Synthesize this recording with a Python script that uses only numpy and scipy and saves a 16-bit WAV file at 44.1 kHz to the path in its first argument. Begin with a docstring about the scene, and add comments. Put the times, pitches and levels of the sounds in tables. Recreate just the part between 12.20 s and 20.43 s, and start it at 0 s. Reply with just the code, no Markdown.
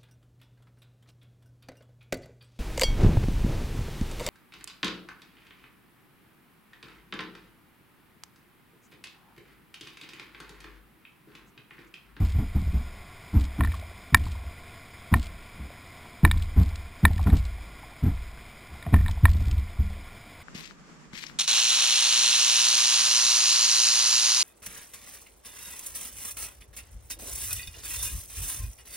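"""Canoe below a rapid

A canoe drifts below a river rapid, heard through a waterproof camera case fixed to its deck.
Countless bubbles merge into a steady, muffled rush; nearer ones plop singly. Waves slap the hollow
hull, which booms, rings and rocks on; a fine dry crackle follows the thumps, and water gurgles.
Harder jolts make the case knock and rattle on its mount. The recorder clips and holds its samples."""
import sys
import numpy as np
from scipy import signal
from scipy.fft import rfft, irfft, next_fast_len
from scipy.io import wavfile

SR = 44100
rng = np.random.default_rng(int(sys.argv[2]) if len(sys.argv) > 2 else 0)


def pcm_store(signal):
    """Save signal as 16-bit PCM."""
    levels = np.round(np.clip(np.atleast_2d(signal), -1, 1) * 32767)
    wavfile.write(sys.argv[1], SR, levels.astype(np.int16).T)


N = 362943
TIME = np.arange(N) / SR


def from_db(db):
    """Amplitude ratio for a level in decibels."""
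    return 10 ** (np.asarray(db) / 20)


def unit_rms(x):
    """Normalisation to a root mean square of 1."""
    return x / np.sqrt(np.mean(x ** 2) + 1e-20)


def butterworth(x, hz, kind, order=2):
    """Maximally flat low- or high-pass filter."""
    sections = signal.butter(order, min(hz, .45 * SR), kind, fs=SR, output="sos")
    return signal.sosfilt(sections, x + 1e-18)


def drift(per_s):
    """Random modulation: straight lines between standard normal values."""
    knots = rng.standard_normal(N // 40)
    return np.interp(TIME * per_s, np.arange(len(knots)), knots)


def coloured_noise(spectrum, peaks=()):
    """Spectral shaping: white noise takes on a given slope and resonance peaks, at unit rms."""
    size = next_fast_len(N)
    hz = np.maximum(np.fft.rfftfreq(size, 1 / SR), 1)
    corner_hz, corner_db = np.transpose(spectrum)
    db = np.interp(np.log(hz), np.log(corner_hz), corner_db)
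    for centre, width, height in peaks:
        db += height * np.exp(-((hz - centre) / width) ** 2)
    white = rfft(rng.standard_normal(size))
    return unit_rms(irfft(white * from_db(db), size)[:N])


def resonator(drive, hz, t60):
    """Damped oscillator: a unit impulse starts a unit sine that falls 60 dB in t60 seconds."""
    radius = np.exp(-np.log(1000) / (t60 * SR))
    angle = 2 * np.pi * hz / SR
    return signal.lfilter([0, np.sin(angle)], [1, -2 * radius * np.cos(angle), radius ** 2], drive + 1e-18)


def impulses(times, sizes):
    """Impulse train, with times in seconds."""
    return np.bincount(np.clip(times * SR, 0, N - 1).astype(int), sizes, N)


def chirp(hz):
    """Sine whose phase is the integral of its instantaneous frequency."""
    return np.sin(2 * np.pi * np.cumsum(hz) / SR)


def add(track, onset_s, sound):
    """Superposition of a sound on a track."""
    start = max(int(onset_s * SR), 0)
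    track[start:start + len(sound)] += sound[:N - start]


def swell(age):
    """Envelope that rises from 0 to 1 at age 1, then decays."""
    return (age * np.exp(1 - age)) ** 2


# spectrum of the rapid inside the case: f/Hz, relative spectral level/dB
RAPID_SPECTRUM = [(20, 15.5), (45, 7.5), (85, 18), (130, 11), (250, 6.5), (480, 0.5), (1250, -4),
                  (1700, -0.5), (2700, -7.5), (3400, -1), (4300, -10), (5400, -9), (6000, -21.5)]
# transmission peaks of the case walls: f/Hz, width/Hz, gain/dB
WALL_PEAKS = [(695, 78, 8.5), (1063, 147, 9), (1406, 74, 8), (2079, 168, 9.5), (2392, 184, 11.5),
              (5010, 230, 7.5)]


def rapid(level_db, surge_db):
    """Incoherent summation: countless far bubbles merge into a rush that surges slightly."""
    return from_db(level_db + surge_db * drift(31)) * coloured_noise(RAPID_SPECTRUM, WALL_PEAKS)


def bubbles(per_s, level_db, t60_cycles):
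    """Bubble resonance: single bubbles near the boat plop, each a damped sine."""
    births = rng.random(N) < per_s / SR
    drive = births * np.minimum(rng.exponential(1, N), 3)
    pitches = np.geomspace(600, 2500, 20)
    choice = rng.integers(0, len(pitches), N)
    plops = sum(resonator(drive * (choice == k), hz, t60_cycles / hz) for k, hz in enumerate(pitches))
    return from_db(level_db) * plops


# waves on the hull: t/s, boom level/dB, initial f/Hz, wash level/dB, rocking time/s, crackle (0-1)
WAVES = [(0.0, -16, 127, -24, 0, 0.73), (0.028, -13, 96, -40, 0.0047, 0), (0.14, -18.5, 115, -32, 0, 0.1),
         (0.178, -19.5, 200, -24.5, 0, 0), (0.349, -12.5, 114, -25.5, 0.12, 0.5),
         (0.529, -22.5, 126, -27.5, 0, 0.25), (1.130, -31.5, 377.6, -21, 0.0056, 0.8),
         (1.147, -14.5, 151, -34, 0.0079, 0), (1.377, -23, 267, -22.5, 0, 0),
         (1.407, -14.5, 113, -27, 0.11, .6), (1.922, -18.5, 229, -27, 0.15, 0.75),
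         (2.234, -32, 83, -55, 0.013, 0), (2.916, -13.5, 215, -16, 0.055, 0.99),
         (3.37, -40.5, 92, -39.5, 0.057, 0), (4.032, -6, 269.5, -15, 0.1745, .6),
         (4.362, -15.5, 146.3, -20, 0.029, 0.88), (4.393, -19, 137, -25, 0.0056, 0),
         (4.83, -10, 227.7, -19, 0.17, 0.83), (5.056, -18, 174, -16.5, 0.046, 1),
         (5.122, -9.5, 121.5, -19.5, 0.036, 1), (5.824, -19.5, 230, -23, 0.03, .2),
         (5.855, -14, 200, -24, 0, 0.08), (6.49, -39.5, 100.3, -51, 0.043, 0),
         (6.652, -29.5, 292, -33, 0.0052, 0), (6.725, -7.5, 237, -14.5, .17, 0.47),
         (7.029, -9, 195, -26.5, 0.4, .7), (7.587, -12.5, 106.2, -35.5, 0.04, 0.33)]


def wave_slaps(rock_gap_s, rock_boom_db, rock_hz, rock_wash_db, rock_fade_db):
    """Damped rocking adds soft, deep slaps to the waves. Rows: t/s, boom/dB, rise/s, f/Hz, wash/dB."""
    slaps = []
    for onset, boom_db, first_hz, wash_db, rock_s, _ in WAVES:
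        slaps.append((onset, boom_db, first_hz, wash_db))
        delays = rock_gap_s * np.cumsum(rng.uniform(.75, 1.1, 12))
        for delay in delays[delays < rock_s]:
            fade_db = rock_fade_db * delay / rock_s
            slaps.append((onset + delay, rock_boom_db - fade_db, rock_hz, rock_wash_db - fade_db))
    onset, boom_db, first_hz, wash_db = np.transpose(slaps)
    rise_s = 0.01789 * 2 ** ((-15 - boom_db) / 22)   # a slap 22 dB harder rises in half the time
    return np.column_stack([onset, boom_db, rise_s, first_hz, wash_db])


def hull_booms(slaps, last_hz, glide_rises, edge):
    """Dispersion: each slap is a bending wave in the hull, whose high frequencies arrive first."""
    out, t = np.zeros(N), TIME[:SR // 2]
    for onset, boom_db, rise_s, first_hz, _ in slaps:
        age = t / rise_s
        hz = last_hz + (first_hz - last_hz) * np.exp(-age / glide_rises)
        envelope = swell(age) + edge * np.exp(-2 * age)
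        add(out, onset, from_db(boom_db) * envelope * chirp(hz))
    return out


# modes of the hollow hull: f/Hz, level relative to the boom/dB, T60/s
HULL_MODES = [(26.06, -15, 1), (51.82, -18.5, 1), (66.76, -10, 0.67), (84.3, -10.5, 0.6), (96.2, -16, 0.23),
              (128.5, -22, 0.23), (169.2, -28.5, 0.75), (200, -32.5, 0.75), (232, -39, 0.14),
              (293, -37.5, 0.097)]


def hull_ring(slaps, scatter_db, lowpass_hz):
    """Free vibration: at the height of each slap the hull's modes take over, in a varying balance."""
    onsets, boom_db, rise_s = slaps.T[:3]
    modes = np.zeros(N)
    for hz, mode_db, t60 in HULL_MODES:
        sizes = from_db(boom_db + mode_db + scatter_db * rng.standard_normal(len(slaps)))
        modes += resonator(impulses(onsets + rise_s, sizes), hz, t60)
    return butterworth(butterworth(modes, lowpass_hz, "low"), 12.5, "high")


# spectrum of water washing along the hull: f/Hz, relative spectral level/dB
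WASH_SPECTRUM = [(20, -50), (60, 15.5), (120, 1), (200, 4), (310, -2), (370, -19.5), (430, -13), (520, -28),
                 (720, -19), (1100, -24), (2000, -35), (5000, -45)]


def wash(slaps, peak_rises, flutter_db):
    """Turbulent noise: each broken wave tumbles briefly along the hull; overlaps add in power."""
    power, t = np.zeros(N), TIME[:SR // 2]
    for onset, _, rise_s, _, wash_db in slaps:
        add(power, onset, from_db(wash_db) ** 2 * swell(t / (peak_rises * rise_s)))
    tumbling = coloured_noise(WASH_SPECTRUM) * from_db(flutter_db * drift(120))
    return np.sqrt(power) * unit_rms(tumbling)


# louder single snaps of high hiss: t/s, level/dB
LOUD_CRACKLES = [(3.027, -41), (4.223, -38), (4.556, -38.5), (6.911, -36.5), (7.133, -40), (7.312, -36)]


def crackle(per_s, delay_s, run_s, rock_share, rise_s, max_db, scatter_db, band_hz):
    """Amplitude-modulated noise: spurts of high hiss follow the thumps, for longer as the boat rocks."""
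    power = np.zeros(N)
    spurt = swell(TIME[:SR // 40] / rise_s)
    for onset, _, _, _, rock_s, amount in WAVES:
        gaps, softness = rng.random((2, 60))
        offsets = 2 * (np.cumsum(gaps) - gaps[0]) / per_s
        sizes = amount * from_db(max_db - scatter_db * softness)
        for offset, size in zip(offsets[offsets <= run_s + rock_share * rock_s], sizes):
            add(power, onset + delay_s + offset, size ** 2 * spurt)
    for onset, level_db in LOUD_CRACKLES:
        add(power, onset, from_db(level_db) ** 2 * spurt)
    hiss = butterworth(rng.standard_normal(N), band_hz[0], "high")
    hiss = butterworth(hiss, band_hz[1], "low", order=4)
    return np.sqrt(power) * unit_rms(hiss)


# knocks of the case on its mount: t/s, level/dB, spectral tilt/(dB per octave)
MOUNT_KNOCKS = [(1.408, -16, -13), (1.436, -26, 0.5), (1.448, -21.5, -7), (1.519, -32, 2), (1.9455, 5, 1),
                (2.9401, -6.5, -8.5), (4.0504, -2.5, -2.5), (4.113, -13.5, 13.5), (4.174, -33.5, 9),
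                (4.8524, 0.5, -1.5), (4.98, -32, -4), (5.071, -26.5, -20), (5.102, -31, 7), (6.626, -30, 0),
                (6.665, -35, -17.5), (6.736, -26, -20), (6.7417, -12.5, -9.5), (6.788, -40, -1),
                (6.811, -32, -13), (6.862, -25, -3), (6.882, -24.5, 2.5), (7.0545, -5, -5)]


def mount_contacts(bounce_s, bounce_db, level_slope, bounce_tilt):
    """Inelastic impact: each knock is followed by one light touch as the case settles."""
    touches = [(onset + bounce_s * rng.uniform(.9, 1.1), bounce_db + level_slope * db, bounce_tilt)
               for onset, db, _ in MOUNT_KNOCKS]
    return list(MOUNT_KNOCKS) + touches


# modes of the plastic case: f/Hz, relative level/dB, T60/s
CASE_MODES = [(690, -24, 0.066), (900, -51, .012), (1066, -9, 0.015), (1358, -14, 0.016), (1782, -6, 0.023),
              (1825, -18.5, 0.051), (2276, -10.5, 0.018), (3727, -8, 0.0076), (4700, -31, 0.013),
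              (5000, -35, .007)]


def case_knocks(contacts, pivot_hz, band_hz, firm_scatter_db, light_scatter_db, rebound, rebound_s):
    """Impact excitation: contacts ring the case, and soft ones favour its low modes."""
    onsets, level_db, tilt = np.transpose(contacts)
    # light touches land on ever different spots, so their timbre varies more
    spread_db = np.interp(level_db, [-35, -10], [light_scatter_db, firm_scatter_db])
    modes = np.zeros(N)
    for hz, mode_db, t60 in CASE_MODES:
        scatter_db = spread_db * rng.standard_normal(len(onsets))
        sizes = from_db(level_db + mode_db + tilt * np.log2(hz / pivot_hz) + scatter_db)
        rebounds = impulses(onsets + rebound_s, rebound * sizes)   # at the end of the mount's play
        modes += resonator(impulses(onsets, sizes) + rebounds, hz, t60)
    modes = butterworth(modes, band_hz[0], "high", order=4)
    return butterworth(modes, band_hz[1], "low", order=6)


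# pockets of water gurgling beside the hull: t/s, level/dB
WATER_POCKETS = [(1.537, -34.5), (2.063, -38), (3.851, -43.5), (4.905, -38), (4.99, -32.5), (5.629, -41.5),
                 (6.884, -34.5), (7.2, -44)]


def gurgles(slops, gap_s, rise_s, first_hz, step_hz, loss_db, fall, jitter_hz):
    """Sloshing: each pocket slops in short, rough, falling notes, each weaker and lower than the last."""
    out, t = np.zeros(N), TIME[:SR // 16]
    glide = 1 - fall * np.tanh(t / rise_s / 2)
    envelope = swell(t / rise_s)
    for onset, level_db in WATER_POCKETS:
        for k in range(slops):
            hz = (first_hz - step_hz * k) * glide + jitter_hz * drift(447)[:len(t)]
            add(out, onset + gap_s * k, from_db(level_db - loss_db * k) * envelope * chirp(hz))
    return out


def scene():
    """Superposition: all the sounds sum to one signal, the same in both channels."""
    river = rapid(level_db=-47, surge_db=0.62) + bubbles(per_s=18, level_db=-47.5, t60_cycles=12)
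    slaps = wave_slaps(rock_gap_s=.06, rock_boom_db=-16.5, rock_hz=83.7, rock_wash_db=-38.5,
                       rock_fade_db=4)
    hull = hull_booms(slaps, last_hz=64.7, glide_rises=0.633, edge=0.033)
    hull += hull_ring(slaps, scatter_db=4.0, lowpass_hz=416)
    water = wash(slaps, peak_rises=0.93, flutter_db=1.5)
    grit = crackle(per_s=130, delay_s=0.0318, run_s=.09, rock_share=0.62, rise_s=0.0016,
                   max_db=-40.5, scatter_db=20.5, band_hz=(2680, 4820))
    contacts = mount_contacts(bounce_s=.028, bounce_db=-30, level_slope=.4, bounce_tilt=-8)
    case = case_knocks(contacts, pivot_hz=1740, band_hz=(832, 4020), firm_scatter_db=0.9,
                       light_scatter_db=6.5, rebound=0.22, rebound_s=0.00208)
    water += gurgles(slops=3, gap_s=0.086, rise_s=0.0058, first_hz=978, step_hz=101, loss_db=6,
                     fall=0.15, jitter_hz=195)
    return np.tile(river + hull + water + grit + case, (2, 1))


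def record(dry):
    """Clipping and zero-order hold: peaks overload, and held samples mirror the sound into the treble."""
    hold_hz, cutoff_hz = 12000, 15500
    slow = signal.resample_poly(dry, hold_hz, SR, axis=1, window=("kaiser", 3))
    clipped = np.clip(slow, -.88, .88)
    steps = np.repeat(clipped, 8, axis=1)
    held = signal.resample_poly(steps, SR, 8 * hold_hz, axis=1)[:, :N]
    lowpass = signal.ellip(10, .2, 70, cutoff_hz, fs=SR, output="sos")
    return signal.sosfilt(lowpass, held)


dry = scene()
out = record(dry)
pcm_store(out)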